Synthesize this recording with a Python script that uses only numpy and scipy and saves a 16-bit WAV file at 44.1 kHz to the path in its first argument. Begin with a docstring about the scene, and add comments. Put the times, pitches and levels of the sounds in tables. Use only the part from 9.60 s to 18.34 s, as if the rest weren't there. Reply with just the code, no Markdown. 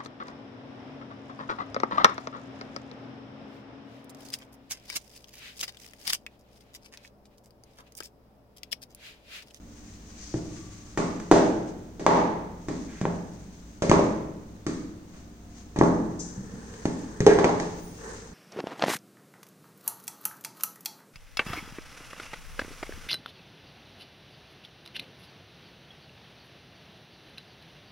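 """A low hum, and over it the rustle of a big stiff leaf sliding on the stone floor of a bare room.
A small child swings the leaf against the floor, then lays it down and pats it flat.
Each blow is a thump of the bending blade, a clap of trapped air and a crackle of fibres,
and the hard walls ring after it. Near the end a hand rubs the leaf along and the palm squeaks."""
import sys
import numpy as np
from scipy import signal
from scipy.fft import rfft, irfft, next_fast_len
from scipy.io import wavfile
from scipy.ndimage import uniform_filter1d, minimum_filter1d, map_coordinates

SR = 44100
rng = np.random.default_rng(int(sys.argv[2]) if len(sys.argv) > 2 else 0)


def output_pcm(signal):
    """Save a mono or channel-first signal as 16-bit PCM at the path in sys.argv[1].

    Samples are clipped to [-1, 1] before scaling.
    """
    pcm = np.clip(np.atleast_2d(signal).T, -1, 1) * 32767
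    wavfile.write(sys.argv[1], SR, np.round(pcm).astype(np.int16))


N = 385290
TIME = np.arange(N) / SR

# light strokes of the leaf across the stone: middle_s, length_s, level_db
STROKES = [(.25, 0.2, -56), (.68, 0.23, -50.5), (.97, 0.083, -51.5), (1.2, 1, -55), (2.08, 0.063, -58),
           (3.33, 0.34, -55.5), (3.85, 1, -61), (5.58, 0.13, -61.5), (5.98, 0.083, -56.5), (6.85, 1, -60),
           (7.3, 0.43, -53), (8.1, 0.21, -50.5), (8.52, 0.23, -50)]
# how alike the room sounds on the left and right (1 is the same): pitch_hz, likeness
LIKENESS = [(60, 0.93), (150, 0.98), (300, 0.79), (500, 0.68), (900, 0.037), (1800, -0.026), (4000, 0.089)]


def from_db(db):
    """Turn decibels into a gain to multiply by."""
    return 10 ** (np.asarray(db) / 20)


def rms_one(x):
    """Scale a sound so its average power is one."""
    return x / np.sqrt(np.mean(x ** 2) + 1e-20)


def at_hz(points, hz):
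    """Read between a table's rows, with octaves evenly spaced."""
    row_hz, value = np.transpose(points)
    return np.interp(np.log(np.maximum(hz, 1)), np.log(row_hz), value)


def fade(t, ring_s):
    """A gain that falls by 60 dB in ring_s seconds."""
    return np.exp(-np.log(1000) * t / ring_s)


def add(tracks, start_s, near, to_room):
    """Mix a sound into two tracks: what is heard directly and what goes into the room."""
    start = int(start_s * SR)
    tracks[:, start:start + len(near)] += np.array([near, to_room])[:, :N - start]


def butter(x, hz, kind, order=2):
    """Keep only the lows, the highs or one band of a sound."""
    return signal.sosfilt(signal.butter(order, np.clip(hz, 10, .45 * SR), kind, fs=SR, output="sos"), x)


def coloured(x, colour, size=2048):
    """Give each pitch its level from a table, with no ringing ahead of the sound (minimum phase)."""
    cepstrum = irfft(np.log(from_db(at_hz(colour, np.arange(size // 2 + 1) * SR / size))))
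    cepstrum[1:size // 2] *= 2
    cepstrum[size // 2 + 1:] = 0
    return signal.fftconvolve(x, irfft(np.exp(rfft(cepstrum))))[:len(x)]


def flutter(per_s, depth_db):
    """A gain that wanders at random."""
    knots = rng.standard_normal(N // 20)
    return from_db(depth_db * np.interp(TIME * per_s, np.arange(len(knots)), knots))


def swells(strokes):
    """A gain that rises and falls with each stroke, staying above half power for length_s."""
    return np.sqrt(sum(from_db(db) ** 2 * .5 ** np.minimum((2 * (TIME - middle_s) / length_s) ** 2, 100)
                       for middle_s, length_s, db in strokes))


def diffuse(colour, size=N):
    """Noise arriving from all sides: left and right are alike only in the bass."""
    padded = next_fast_len(size, real=True)
    hz = np.arange(padded // 2 + 1) * SR / padded
    mid, side = rfft(rng.standard_normal((2, padded)))
    alike = np.clip(at_hz(LIKENESS, hz), -.99, .99)
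    pair = np.sqrt((1 + alike) / 2) * mid + np.sqrt((1 - alike) / 2) * side * [[1], [-1]]
    return irfft(pair * from_db(at_hz(colour, hz)), padded)[:, :size]


def thin_tones(rows):
    """Unsteady tones, made of narrow bands of noise, that swell and fade."""
    out = np.zeros(N)
    for middle_s, length_s, db, hz, width_hz in rows:
        gain = swells([(middle_s, length_s, db)]) * flutter(per_s=39, depth_db=2.5)
        band_hz = [hz - width_hz / 2, hz + width_hz / 2]
        out += gain * rms_one(butter(rng.standard_normal(N), band_hz, "band"))
    return out


def background_hum():
    """A low rumble with a few wavering tones in it."""
    # tone colour of the rumble: pitch_hz, level_db
    rumble_colour = [(20, -9), (35, -11), (55, -7.5), (78, -10.5), (100, -5), (125, -21.5), (170, -9),
                     (290, -14), (450, -22), (1000, -28), (3000, -34), (8000, -36.5), (16000, -12.5)]
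    # tones that never stop: pitch_hz, level_db
    hum_tones = [(56.3, -57), (102.3, -64), (204.6, -66), (231.5, -64), (296.1, -62)]
    # faint tones that come and go: middle_s, length_s, level_db, pitch_hz, width_hz
    faint_tones = [(1.11, 0.33, -67, 1150, 53), (5.93, 0.35, -68, 700, 20)]
    tones = sum(from_db(db) * np.sqrt(2) * np.sin(2 * np.pi * hz * TIME)
                * flutter(per_s=26, depth_db=2.5) for hz, db in hum_tones)
    rumble = from_db(-40.5) * rms_one(diffuse(rumble_colour))
    return rumble + tones + thin_tones(faint_tones)


def slide():
    """The leaf hisses unevenly on the stone as each stroke gathers speed and slows again."""
    # tone colour of the hiss: pitch_hz, level_db
    hiss_colour = [(300, -26.5), (1000, -5.5), (2000, 2), (3500, -1.5), (6000, 3.5), (9000, 0),
                   (16000, -14.5)]
    return swells(STROKES) * flutter(per_s=61, depth_db=1.5) * rms_one(diffuse(hiss_colour))


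def rib_ticks(per_s=22, boost_db=13, spread_db=3.5):
    """Ribs of the sliding leaf catch on the stone with tiny clicks."""
    sizes = from_db(boost_db + spread_db * np.minimum(rng.exponential(1, N), 3))
    clicks = (rng.random(N) < per_s / SR) * sizes * swells(STROKES)
    return butter(clicks + 1e-18, [1500, 9000], "band", order=1)


def scuffs():
    """The leaf's edge catches and skids: a narrow hiss that starts fast and fades."""
    # skids of the edge: start_s, length_s, level_db, pitch_hz, width_hz
    skids = [(0.57, 0.27, -57, 5360, 2210), (3.273, 0.27, -57, 1960, 1210),
             (5.534, 0.043, -57.5, 1190, 2080), (6.591, 0.029, -40, 6800, 3030),
             (7.671, 0.09, -34, 1770, 790)]
    t, tracks = TIME[:SR], np.zeros((2, N))
    for start_s, length_s, db, hz, width_hz in skids:
        band_hz = [max(hz - width_hz / 2, hz / 10), hz + width_hz / 2]
        hiss = rms_one(butter(rng.standard_normal(SR), band_hz, "band"))
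        skid = from_db(db) * hiss * np.sin(np.pi * np.sqrt(np.minimum(t / length_s, 1)))
        add(tracks, start_s, skid, skid)
    return tracks


def thump(t, hz, ring_s, rise_s=0.0025, slack_share=0.11, tighten_s=0.0037):
    """The blade flexes briefly; the grip sets its pitch, which rises as it presses on the stone."""
    # ways the blade bends: pitch_ratio, level_db, ring_time_share
    blade_modes = [(0.401, -42.5, 0.65), (0.719, -2, 0.27), (0.999, -2, 0.58), (1.45, -26.5, 0.84),
                   (2.05, -36.5, .8)]
    cycles = hz * (t - slack_share * tighten_s * (1 - np.exp(-t / tighten_s)))
    flex = sum(from_db(db) * np.sin(2 * np.pi * cycles * ratio) * fade(t, ring_s * share)
               for ratio, db, share in blade_modes)
    return -flex * (1 - np.exp(-t / rise_s))


def clap(t, hz, hollow_db, landing_s, top_hz, touch_count=5):
    """A puff of air rings in the hollow under the blade; smaller touches follow as the rest lands."""
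    # tone colour of the air squeezed out: pitch_ratio, level_db
    puff_colour = [(.06, -18.5), (.17, -9.5), (.35, -0.5), (.65, -1.5), (1, -4), (1.25, -4.5), (1.6, -11.5),
                   (2.15, -11), (3, -20.5), (5.5, -27), (15, -36.5)]
    puff = coloured(signal.unit_impulse(len(t)), np.array(puff_colour) * [hz, 1])
    puff = puff / np.abs(puff).max()
    hollow = butter(puff, [hz / 1.08, hz * 1.08], "band", order=1)
    puff = butter(puff + (from_db(hollow_db) - 1) * hollow, top_hz, "low", order=4)
    delays = (landing_s * SR * rng.gamma(2, .5, touch_count)).astype(int)
    touches = np.bincount(delays, weights=rng.uniform(0.04, 0.4, touch_count))
    touches[0] += 1
    spread = signal.fftconvolve(touches, puff)[:len(t)]
    near = spread * np.linalg.norm(puff) / np.linalg.norm(spread)
    # the walls merge the touches, so the room gets one puff of the same energy
    return np.array([near, puff])


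def crackle(t, snap_s=0.0022, settle_s=0.057, settle_db=-15, grain_db=4, edge_db=4):
    """Fibres snap on contact and tick as the blade settles; gives the near sound and the room's part."""
    # papery ring of the fibres: pitch_hz, level_db
    fibre_colour = [(200, 13), (700, 3), (1450, 4), (1870, 10), (2150, 5), (2700, -1), (5000, -1),
                    (8500, -3), (15000, -10.5)]
    noise = rng.standard_normal(len(t))
    grains = rms_one(noise * from_db(grain_db * np.minimum(rng.exponential(1, len(t)), 4)))
    snap = grains * np.exp(-t / snap_s)
    settle = grains * from_db(settle_db) * np.exp(-t / settle_s) * (1 - np.exp(-t / snap_s))
    # the walls blur the snap's grains together, so the room gets one even click
    click = np.linalg.norm(snap) * signal.unit_impulse(len(t))
    crisp_edge = from_db(edge_db) * butter(click, 11000, "high")
    return np.array([coloured(onset + settle, fibre_colour) for onset in (snap + crisp_edge, click)])


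def blows():
    """The leaf hits the floor: a thump, a clap and a crackle together."""
    # blows of the leaf: start_s, thump_db, thump_hz, ring_s, clap_db, clap_hz,
    # hollow_db, crackle_db, room_db
    hits = [ (0.7412, -16, 319, 0.081, -28.5, 666, 5.5, -44, 2),
            (1.375, -9.5, 260, 0.023, -21.5, 1150, 6.5, -26, 10.5),
            (1.7138, 4, 315, 0.046, 4.5, 735, 3.5, -10.5, -2),
            (2.3958, -18, 270, 0.016, -37, 620, 0, -37.5, 13),
            (2.465, -8, 207, 0.033, 6.5, 917, 8, -14.5, -2),
            (3.085, -14.5, 278, 0.034, -32, 1000, 4.5, -31, 9),
            (3.4138, -14, 195, 0.059, -26, 890, -6, -31.5, 3),
            (3.4537, -13, 190, 0.011, -12, 765, 3.5, -40.5, -1),
            (4.2215, -23, 218, 0.036, -18.5, 550, 9, -21, 6),
            (4.296, -2, 211, 0.036, -21, 1000, -12, -18, 3),
            (4.3149, 1.5, 307, 0.033, 1, 1000, 7, -21, -2.5),
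            (4.392, -8.5, 400, 0.055, -18.5, 576, 18, -30, -2),
            (5.066, -10, 306, 0.032, -51.5, 1260, 27.5, -26, 7.5),
            (6.161, -18.5, 257, 0.043, -26.5, 900, 6.5, -33.5, 8.5),
            (6.188, -5.5, 213, 0.033, -43, 960, -7, -24.5, 2.5),
            (6.212, 0, 262, 0.034, -2.5, 896, 2.5, -33, 1),
            (7.2548, -4.5, 269, 0.032, -21, 850, 5, -26, 0.5),
            (7.6048, -8, 154, 0.043, -24, 420, 14.5, -23.5, 0.5),
            (7.6656, 5.5, 432, 0.072, -6, 798, 8, -14.5, -1),
            (7.7877, -5, 288, 0.022, -10.5, 870, 2, -27, 3.5),
            (7.844, -22, 250, 0.041, -4, 970, 4, -22.5, -0.5), ]
    # edge-first landings crackle and take time; flat ones clap at once, cushioned by the air:
    # clap_over_crackle_db, landing_s, clap_top_hz
    landings = [(17.03, 0.0041, 11500), (25.17, 0.00073, 5700), (31, 0.00062, 1380)]
    flatness_db, landing_times_s, tops_hz = np.transpose(landings)
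    t, tracks = TIME[:SR // 5], np.zeros((2, N))
    for start_s, thump_db, thump_hz, ring_s, clap_db, clap_hz, hollow_db, crackle_db, room_db in hits:
        landing_s = np.interp(clap_db - crackle_db, flatness_db, landing_times_s)
        top_hz = np.interp(clap_db - crackle_db, flatness_db, tops_hz)
        flex = from_db(thump_db) * thump(t, thump_hz, ring_s)
        puff, room_puff = from_db(clap_db) * clap(t, clap_hz, hollow_db, landing_s, top_hz)
        snap, room_snap = from_db(crackle_db) * crackle(t)
        to_room = from_db(-5.5) * flex + from_db(-1.5) * room_puff + from_db(-8.5) * room_snap
        add(tracks, start_s, flex + puff + snap, to_room * from_db(room_db))
    return tracks


def thuds(ring_s=0.21, room_db=-4):
    """Dull, soft thuds on the floor: a low thump alone."""
    # soft landings: start_s, level_db, pitch_hz
    soft_hits = [(0.745, -27, 111), (6.778, -27, 196.4), (6.937, -33, 230)]
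    t, tracks = TIME[:SR // 5], np.zeros((2, N))
    for start_s, db, hz in soft_hits:
        flex = from_db(db) * thump(t, hz, ring_s)
        add(tracks, start_s, flex, flex * from_db(room_db))
    return tracks


def creases(room_db=-6):
    """The blade creases, and its fibres crackle with no thump."""
    # folds of the blade: start_s, level_db
    folds = [(1.4, -34), (1.6, -35.5), (4.964, -55), (7.139, -42), (7.9999, -26), (8.368, -78)]
    t, tracks = TIME[:SR // 5], np.zeros((2, N))
    for start_s, db in folds:
        snap, room_snap = from_db(db) * crackle(t)
        add(tracks, start_s, snap, room_snap * from_db(room_db))
    return tracks


def flaps(ring_s=0.054, crackle_db=-22, room_db=-3.5):
    """The loose part of the blade flaps down again after a hard blow."""
    # second landings: start_s, level_db, pitch_hz
    rebounds = [(1.7275, -4, 630), (1.761, -16, 684), (4.325, -13, 417), (4.337, -17, 404),
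                (4.44, -15, 346), (6.222, -15, 400), (6.235, -6.5, 330), (7.6755, -3, 470),
                (7.689, -16, 763), (7.695, -11, 352), (7.712, -19, 724), (7.734, -9.5, 456),
                (7.856, -18, 230), (7.892, -11, 835)]
    t, tracks = TIME[:SR // 5], np.zeros((2, N))
    for start_s, db, hz in rebounds:
        flex = from_db(db) * thump(t, hz, ring_s)
        snap, room_snap = from_db(db + crackle_db) * crackle(t)
        add(tracks, start_s, flex + snap, (flex + room_snap) * from_db(room_db))
    return tracks


def rub():
    """A hand presses the blade along the floor, making a dull, rough noise; the same rough rustle follows as
    the blade settles after the last hard blow."""
    # pushes of the hand, and at 7.74 s the blade's rustle as it settles after the last hard blow: middle_s,
    # length_s, level_db
    presses = [(7.35, 1, -49.5), (7.74, 0.11, -47), (8.49, 0.1, -41), (8.62, 0.17, -49.5)]
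    # tone colour of the rub: pitch_hz, level_db
    rub_colour = [(100, -15), (300, -8), (450, 11.5), (620, -7), (850, -0.5), (1250, -4.5), (1800, 0.5),
                  (3000, -48), (8000, -10.5)]
    return swells(presses) * flutter(per_s=350, depth_db=-2.0) * rms_one(diffuse(rub_colour))


def squeaks():
    """The palm squeaks thinly as it slides over the blade."""
    # slips of the palm: middle_s, length_s, level_db, pitch_hz, width_hz
    slips = [(8.25, 0.11, -35, 15340, 397), (8.25, 0.065, -50, 9370, 500)]
    return thin_tones(slips)


def room(x, build_s=0.0005, gap_s=0.0024, early_db=5.5, early_s=0.0069, smooth_s=0.04):
    """Hard walls: strong first echoes, then a steady fade band by band; standing waves ring on."""
    # how long the echoes take to fall by 60 dB: pitch_hz, ring_s
    ring_times = [(100, 1.62), (260, 1.075), (700, 0.83), (1800, 0.87), (5000, 0.68), (12000, 0.71)]
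    # tone colour of the echoes: pitch_hz, level_db
    echo_colour = [(60, 0.61), (150, 4.5), (300, 3.1), (700, 1.65), (2000, 0.31), (6000, 4.8), (14000, 1.5)]
    # notes that ring between the walls: pitch_hz, level_db, ring_s
    standing_waves = [(136.1, -67.5, 2.1), (172.1, -53.5, 1.4), (220, -71.5, 1.4), (293.5, -63, 0.93),
                      (312.2, -59, 1.06), (398, -57, 0.8), (422.2, -57, 0.89), (494, -56.5, 0.72),
                      (571, -64.5, 0.6), (618, -63.5, 0.62), (663, -63, 0.54), (692.4, -55.5, 0.56),
                      (813, -59.5, 0.71), (862, -56.5, 0.83), (960, -52.5, 0.47), (1093, -55, 0.55)]
    t = TIME[:SR * 3 // 2]
    hz = np.arange(len(t) // 2 + 1) * SR / len(t)
    echoes, tail = rfft(diffuse(echo_colour, size=len(t))), 0
    early_boost = from_db(early_db * np.exp(-t / early_s))
    centres_hz = np.geomspace(80, 14000, 9)
    for centre_hz, pick in zip(centres_hz, np.eye(len(centres_hz))):
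        ring_s = at_hz(ring_times, centre_hz)
        band = irfft(echoes * at_hz(np.c_[centres_hz, pick], hz), len(t))
        power = np.mean(band ** 2, axis=0)
        even_band = band * np.sqrt(power.mean() / uniform_filter1d(power, size=int(smooth_s * SR)))
        same_energy = np.sqrt(2 * np.log(1000) / (ring_s * SR))
        tail += even_band * early_boost * fade(t, ring_s) * same_energy
    for k, (wave_hz, db, ring_s) in enumerate(standing_waves):
        # shorter waves reach left and right further out of step
        apart = np.arccos(np.clip(at_hz(LIKENESS, wave_hz), -1, 1)) * np.array([[.5], [-.5]])
        wave = (-1) ** k * np.sin(2 * np.pi * wave_hz * t + apart * (-1) ** (k // 2))
        tail += from_db(db) * wave * fade(t, ring_s)
    tail *= 1 - np.exp(-np.maximum(t - gap_s, 0) / build_s)
    return signal.fftconvolve(x[None], tail, axes=1)[:, :N]


def straight_path(x):
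    """The leaf moves off to the right, so its sound reaches the left microphone late."""
    # delay on the left: time_s, lag_ms
    left_lag = [(3.5, 0.064), (4.2, 0.14)]
    lag_s = np.interp(TIME, *np.transpose(left_lag)) / 1000
    left = map_coordinates(x, [(TIME - lag_s) * SR], order=3)
    return np.array([left, x])


def scene():
    """The leaf, the room's ring and the background hum, in stereo."""
    tracks = blows() + flaps() + thuds() + creases() + scuffs()
    near, to_room = tracks + rib_ticks() + squeaks()
    return straight_path(near) + room(to_room) + slide() + rub() + background_hum()


def limiter(x, ceiling_db, release_db_per_s):
    """Peaks over the ceiling pull the volume down at once; it then comes back."""
    over_db = 20 * np.log10(np.maximum(np.abs(x).max(axis=0) / from_db(ceiling_db), 1))
    cut_db = np.maximum.accumulate(over_db + release_db_per_s * TIME) - release_db_per_s * TIME
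    return x * uniform_filter1d(minimum_filter1d(from_db(-cut_db), size=21), size=21)


def record(dry, cutoff_hz=16000):
    """Two microphone openings colour the sound; loud peaks are held down and the top treble is cut."""
    # what the left opening lets through: pitch_hz, level_db
    left_colour = [(1000, 3.5), (2400, -2), (4000, 2.5), (5400, 1), (6400, 10), (7500, -2), (9000, -15.5),
                   (10200, -22), (15000, -28.5)]
    # what the right opening lets through: pitch_hz, level_db
    right_colour = [(1000, 3.5), (2400, 1.5), (4000, -3.5), (5400, 1), (6400, -7.5), (7500, 1.5),
                    (9000, -2.5), (10200, -23), (15000, -26.5)]
    heard = np.array([coloured(dry[0], left_colour), coloured(dry[1], right_colour)])
    heard = limiter(heard, ceiling_db=2.5, release_db_per_s=70)
    heard = limiter(heard, ceiling_db=-1.2, release_db_per_s=4000)
    return signal.sosfiltfilt(signal.ellip(8, .05, 60, cutoff_hz, fs=SR, output="sos"), heard)


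dry = scene()
out = record(dry)
output_pcm(out)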